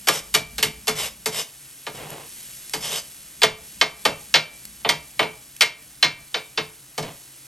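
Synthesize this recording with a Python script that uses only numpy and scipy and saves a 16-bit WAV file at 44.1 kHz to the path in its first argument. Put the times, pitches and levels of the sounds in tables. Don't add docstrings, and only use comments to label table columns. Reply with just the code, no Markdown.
import sys
import numpy as np
from scipy import signal
from scipy.fft import rfft, irfft, next_fast_len
from scipy.io import wavfile
from scipy.ndimage import uniform_filter1d, minimum_filter1d

SR = 44100
rng = np.random.default_rng(int(sys.argv[2]) if len(sys.argv) > 2 else 0)


def unload_wav(signal):
    wavfile.write(
        sys.argv[1],
        SR,
        np.round(np.clip(np.atleast_2d(signal).T, -1, 1) * 32767).astype(np.int16),
    )


N = 329415
TIME = np.arange(N) / SR


def gain_of(db):
    return 10 ** (np.asarray(db) / 20)


def evened(x):
    return x / np.sqrt(np.mean(x ** 2) + 1e-20)


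def read(points, hz):
    f, value = np.transpose(points)
    return np.interp(np.log(hz + 1), np.log(f + 1), value)


def level(curve):
    return gain_of(np.interp(TIME, *np.transpose(curve)))


def add(mix, s, sound):
    part = mix[:, max(round(s * SR), 0):][:, :sound.shape[-1]]
    part += sound[..., :part.shape[-1]]


# freq_hz, side_minus_mid_db
SPREAD = [(100, -28), (300, -11), (600, -9), (1400, -6), (2200, -23), (9000, -26.5), (13000, -27)]


def coloured(pair, spectrum):
    size = pair.shape[-1]
    padded = next_fast_len(size)
    hz = np.fft.rfftfreq(padded, 1 / SR)
    mid, side = rfft(pair, padded) * gain_of(read(spectrum, hz))
    side = side * gain_of(read(SPREAD, hz))
    left_right = np.array([mid + side, mid - side])
    return evened(irfft(left_right, padded)[:, :size])


def grains(per_s, scatter_db):
    size = gain_of(scatter_db * np.minimum(rng.exponential(1, (2, N)), 5))
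    height = size * rng.standard_normal((2, N))
    happens = rng.random((2, N)) < per_s / SR
    return evened(height * happens)


def waver(per_s):
    return evened(np.interp(TIME * per_s, np.arange(4000), rng.standard_normal(4000)))


def bands_of(x, count=18):
    centres = np.geomspace(60, 15000, count)
    hz, z = np.fft.rfftfreq(x.shape[-1], 1 / SR), rfft(x)
    pairs = []
    for c in centres:
        weight = read(list(zip(centres, centres == c)), hz)
        pairs.append((c, irfft(z * weight)))
    return pairs


# freq_hz, density_db (per Hz)
FAN = [(60, -7), (105, 0), (135, 13), (200, -15.5), (290, 5), (420, -7), (800, -6.5), (1500, -6.5),
       (4000, -12)]
# time_s, level_db (before rumble_db)
RUMBLE = [(0.0, -58), (0.48, -50.5), (1.27, -55.5), (1.5, -70.5), (3.91, -56), (7.47, -72.5)]
# freq_hz, density_db (per Hz)
RUMBLE_SHAPE = [(15, -23), (32, -48), (50, 7.5), (75, -2.5), (105, -22), (200, 0), (600, -56)]


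def background(fan_db=-55, rumble_db=2, flutter_db=2):
    fan = gain_of(fan_db) * coloured(rng.standard_normal((2, N)), FAN)
    rumble = coloured(rng.standard_normal((2, N)), RUMBLE_SHAPE) * level(RUMBLE)
    return fan + rumble * gain_of(rumble_db + flutter_db * waver(26))


# start_s, level_db (before the fizz and spit gains)
FLARES = [(-0.2, -50), (1.45, -52), (1.9, -51.5), (2.25, -46.8), (3.5, -51), (4.05, -53), (7.0, -54)]
SIMMER_DB, FLARE_RISE_S, BOIL_OFF_DB_PER_S = -53.1, .16, 6


def boiling():
    power = gain_of(SIMMER_DB) ** 2
    for start_s, level_db in FLARES:
        age = np.maximum(TIME - start_s, 0)
        rise = np.minimum(age / FLARE_RISE_S, 1)
        boil_off = gain_of(level_db - BOIL_OFF_DB_PER_S * (age - FLARE_RISE_S))
        power = power + rise * boil_off ** 2
    return np.sqrt(power)


# freq_hz, density_db (per Hz)
FRYING = [(300, -9.5), (1000, -16), (1900, -6.5), (2900, -3), (3800, -4.5), (6000, -2.5), (8500, -1),
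          (11000, 5.5), (12000, 0.5), (13000, -40), (15500, -59), (16000, -57)]


def sizzle(fizz_db=5.0, spit_db=-9):
    fizz = gain_of(fizz_db) * coloured(grains(per_s=14000, scatter_db=0.0), FRYING)
    spits = gain_of(spit_db) * coloured(grains(per_s=530, scatter_db=1.0), FRYING)
    return (fizz + spits) * boiling() * gain_of(0.14 * waver(25))


# start_s, level_db
POPS = [(2.1042, -27), (2.696, -28.5), (4.653, -27), (5.565, -30.5)]


def pops(decay_s=0.0021, size=2000):
    out = np.zeros((2, N))
    decay = np.exp(-np.arange(size) / SR / decay_s)
    for start_s, level_db in POPS:
        burst = coloured(rng.standard_normal((2, size)), FRYING)
        add(out, start_s, gain_of(level_db) * burst * decay)
    return out


def stroke(start_s, length_s, level_db, lean):
    progress = np.clip((TIME - start_s) / length_s, 0, 1)
    return gain_of(level_db) * np.sin(np.pi * progress ** lean)


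def resonate(x, hz, width):
    turn = np.exp(2j * np.pi * np.cumsum(hz) / SR)
    r = np.exp(-np.pi * width / SR)
    smooth = signal.lfilter([1 - r], [1, -r], x / turn + 1e-18)
    return 2 * (turn * smooth).real


HUM_HZ, HUM_T60 = 433.5, .34


def slide(strokes, spectrum, resonances, lean, catches_per_s, scatter_db, judder_db, ring_db, hum_db):
    force = np.sqrt(sum(stroke(*row, lean) ** 2 for row in strokes))
    catches = coloured(grains(catches_per_s, scatter_db), spectrum)
    rasp = catches * force * gain_of(judder_db * waver(110))
    wander, swell_db = .03, 3
    blade = 0
    for hz, width_hz, level_db in resonances:
        swell = gain_of(level_db + swell_db * waver(22.07))
        moving_hz = hz * (1 + wander * waver(30))
        blade = blade + swell * resonate(rasp, moving_hz, width_hz)
    hum_width_hz = np.log(1000) / np.pi / HUM_T60
    hum = resonate(rasp, np.full(N, HUM_HZ), hum_width_hz)
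    return rasp + gain_of(ring_db) * blade + gain_of(hum_db) * hum


# start_s, length_s, level_db (before the -5.5 dB trim)
PUSHES = [(1.925, 0.23, -35), (2.09, 0.2, -38), (6.98, 0.19, -37)]
# freq_hz, density_db (per Hz)
RUB = [(50, -10), (150, 3), (240, -4.5), (450, 1.5), (850, -6), (1500, -8.5), (3000, -5.5), (8000, -28)]
# freq_hz, width_hz, level_db (before ring_db and the trim)
BEDDED = [(160, 22, -1), (445, 23, -22), (810, 490, -5)]


def pushes():
    return gain_of(-5.5) * slide(PUSHES, RUB, BEDDED, lean=.7, catches_per_s=3000,
                                 scatter_db=.8, judder_db=1.6, ring_db=4, hum_db=0)


# start_s, length_s, level_db (before the -4.3 dB trim)
SCRAPES = [(0.105, 0.11, -23.8), (0.945, 0.16, -25.8), (1.315, 0.13, -26), (1.935, 0.075, -41.5),
           (2.8, 0.13, -29.3), (2.885, 0.13, -26.2)]
# freq_hz, density_db (per Hz)
RASP = [(60, -32), (150, 9), (280, -12.5), (450, 6), (1400, -2), (3200, 2), (5800, -4), (7000, -1),
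        (9500, 1), (11500, 3.5), (13000, -15), (16000, -88)]
# freq_hz, width_hz, level_db (before ring_db and the trim)
PRESSED = [(1160, 120, -12), (2140, 180, -5.5), (3020, 230, -2.5), (3670, 230, -3.5), (5070, 290, 4.5),
           (5800, 290, 2), (7600, 400, -10)]


def scrapes():
    return gain_of(-4.3) * slide(SCRAPES, RASP, PRESSED, lean=.9, catches_per_s=12000,
                                 scatter_db=.8, judder_db=1.16, ring_db=7, hum_db=3)


def bloom(t, hz, cycles=3.32):
    return 1 - np.exp(-(t * hz / cycles) ** 2)


def note(t, hz, t60):
    return bloom(t, hz) * gain_of(-60 * t / t60) * np.sin(2 * np.pi * (hz * t + rng.random()))


# freq_hz, level_db (before colour and scatter), t60_s
MODES_OF_STEEL = [(156.4, -2, 0.26), (298.7, -8, 0.26), (500, -2, 0.059), (642.7, -3, 0.19),
                  (690.2, 0.5, 0.18), (883, 5, 0.096), (950, -2, 0.15), (1191, 3, 0.15), (1610, -20, 0.16),
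                  (1694, -5, 0.18), (1884, 2.5, .13), (2143, 0, 0.18), (2215, 1.5, 0.12), (2338, -6, 0.33),
                  (2696, -7, 0.27), (2827, -2.5, 0.18), (3080, 7, 0.085), (3120, -14, .09),
                  (3550, 1.5, 0.077), (3710, -2.5, 0.11), (4110, 1, 0.079), (4740, -22, 0.1),
                  (4690, 4.5, 0.087), (5570, -1.5, 0.092)]
MODE_SCATTER_DB = 3


def steel(t, colour):
    hz, db, t60 = np.transpose(MODES_OF_STEEL)[:, :, None]
    spot, turn = rng.standard_normal(hz.shape), rng.random(hz.shape)
    height = gain_of(db + read(colour, hz) + MODE_SCATTER_DB * spot - 60 * t / t60)
    modes = height * bloom(t, hz, cycles=5.7) * np.sin(2 * np.pi * (hz * t + turn))
    return modes.sum(0)


# freq_hz, density_db (per Hz)
CLANK = [(40, -19), (90, -16.5), (150, -8), (230, -6.5), (450, 1), (1300, -3.5), (2600, -1.5), (4500, -3.5),
         (6800, -10), (9500, -12), (11500, -7.5), (13000, -29.5), (16000, -51)]
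# freq_hz, t60_s
CLANK_T60 = [(100, 0.41), (300, 0.15), (900, 0.16), (2500, .11), (6000, 0.14), (12000, 0.11)]
RING_T60 = .11


def contact(strength_db, thud_db, body_db, edge_db, hum_db, ring_hz, clank_db=4, modes_db=-14.5,
            ring_db=-6, tick_db=-12, tick_s=0.00077, crack_db=-2, crack_s=0.0013, size=18000):
    t = np.arange(size) / SR
    knee_hz = np.clip(4200 * 2 ** (-body_db / 13), 2800, 4900)
    colour = [(170, thud_db), (400, body_db), (900, body_db), (2000, 0), (knee_hz, 0), (1.8 * knee_hz, edge_db)]
    crowd = coloured(rng.standard_normal((2, size)), CLANK)
    clank = 0
    for hz, band in bands_of(crowd):
        fade_db = read(colour, hz) - 60 * t / read(CLANK_T60, hz)
        clank = clank + band * bloom(t, hz) * gain_of(fade_db)
    crack = 1 + gain_of(crack_db) * np.exp(-t / crack_s)
    clank = gain_of(clank_db) * clank * crack / np.sqrt(2)
    burst = coloured(rng.standard_normal((2, size)), FRYING)
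    tick = gain_of(tick_db + edge_db) * burst * np.exp(-t / tick_s)
    blade = gain_of(ring_db) * note(t, ring_hz, RING_T60)
    modes = gain_of(modes_db) * steel(t, colour)
    hum = gain_of(hum_db) * note(t, HUM_HZ, HUM_T60)
    return gain_of(strength_db) * (tick + clank + modes + blade + hum)


# later_s, more_db (against the corner)
CHOPS = [(0.0715, -18.7, 1.5, 3.5, 3, -10, 1669, 0.013, 7),
         (0.3405, -15, 7, -3.5, 3.5, -11, 2900, 0.007, 3.5),
         (0.5815, -23, 6, -6, 3.5, -12, 2850, 0.0453, 10.5),
         (0.871, -25, 6.5, 0.5, 4, -7.5, 3500, 0.0085, 8), (1.2582, -22, 10.5, 2, 8.5, -2, 2080),
         (1.866, -27, 10, 4, -5, -9.5, 1673), (2.735, -22.5, 9, 1.5, 6, -9, 4840),
         (3.4175, -15, 3, -1.5, -4.5, -11.5, 3480, 0.0145, 10), (3.812, -6.5, -4.5, -3, -12, -17, 2143),
         (4.0512, -11.3, 6, 2.5, -4, -15, 2286), (4.3403, -4, -7, -5, -13, -30, 4078, 0.0152, -2),
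         (4.847, -17.5, 4, 3.5, -30, -11, 2990), (4.89, -10, -1.5, -3, -4.5, -20, 3190),
         (5.1925, -12.7, 3, 4.5, -11, -9.5, 2215, 0.0335, -9),
         (5.608, -6.3, -9, -7.5, -5.5, -32, 2342, 0.011, -0.5),
         (6.0265, -6.5, -2, -6, -13, -30, 4120, 0.0145, -3), (6.342, -17, -6, -2.5, -14.5, -14.5, 3674),
         (6.575, -15.5, 1, -3, -19, -11, 2670), (6.978, -26.5, 21, 8, 4.5, -3, 2237, 0.048, -10)]


def chops():
    out = np.zeros((2, N))
    for start_s, strength_db, thud_db, body_db, edge_db, hum_db, ring_hz, *rest in CHOPS:
        tone = thud_db, body_db, edge_db, hum_db, ring_hz
        add(out, start_s, contact(strength_db, *tone))
        if rest:
            later_s, more_db = rest
            add(out, start_s + later_s, contact(strength_db + more_db, *tone))
    return out


def kitchen(x, wet_db=-11, bass_t60=0.4, treble_t60=0.25, delay_s=0.005, size=22000):
    t = np.arange(size) / SR
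    air = coloured(rng.standard_normal((2, size)), [(100, -8.5), (4000, -3), (12000, -4)])
    t60 = [(200, bass_t60), (6000, treble_t60)]
    tail = sum(band * gain_of(-60 * t / read(t60, hz)) for hz, band in bands_of(air))
    tail = tail * (1 - np.exp(-(t / delay_s) ** 2))
    wet = signal.oaconvolve(x, tail / np.linalg.norm(tail[0]), axes=1)[:, :N]
    return x + gain_of(wet_db) * wet


def scene():
    return background() + sizzle() + kitchen(pops() + pushes() + scrapes() + chops())


# freq_hz, left_lead_rad
PORTS = [(0, 0), (2000, 0), (3100, .7), (5000, .5), (6400, .05), (7500, .05), (8000, .5), (8750, 0),
         (9250, -1.6), (10250, -3.14), (12100, -6.28), (12700, -7.1), (13500, -9.4), (14200, -10),
         (14900, -12.5)]


def ports(x):
    padded = next_fast_len(N + SR)
    lead = np.interp(np.fft.rfftfreq(padded, 1 / SR), *np.transpose(PORTS))
    turn = np.exp(1j * np.array([lead, 0 * lead]))
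    return irfft(rfft(x, padded) * turn, padded)[:, :N]


def limiter(x, size=45):
    ceiling = .92
    gain = ceiling / np.maximum(abs(x).max(0), ceiling)
    return x * uniform_filter1d(minimum_filter1d(gain, size), size)


SQUEEZE, THRESHOLD_DB = .8, -13.5
ATTACK_S, HOLD_S, CUTOFF_HZ = .009, .12, 16000


def record(dry, recovery_db_per_s=110):
    x = ports(dry)
    power = signal.lfilter(np.ones(256) / 256, 1, (x ** 2).mean(0))
    over_db = np.maximum(10 * np.log10(power + 1e-12) - THRESHOLD_DB, 0)
    hold = 2 * int(HOLD_S * SR / 2) + 1
    held_db = -minimum_filter1d(-over_db, hold, origin=hold // 2, mode="constant")
    fall = TIME * recovery_db_per_s
    duck_db = SQUEEZE * (np.maximum.accumulate(held_db + fall) - fall)
    lag = np.exp(-1 / (ATTACK_S * SR))
    smooth_duck_db = signal.lfilter([1 - lag], [1, -lag], duck_db)
    x = limiter(x / gain_of(smooth_duck_db))
    lowpass = signal.firwin(255, CUTOFF_HZ, window=("kaiser", 9), fs=SR)
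    return signal.oaconvolve(x, lowpass[None], "same")


dry = scene()
out = record(dry)
unload_wav(out)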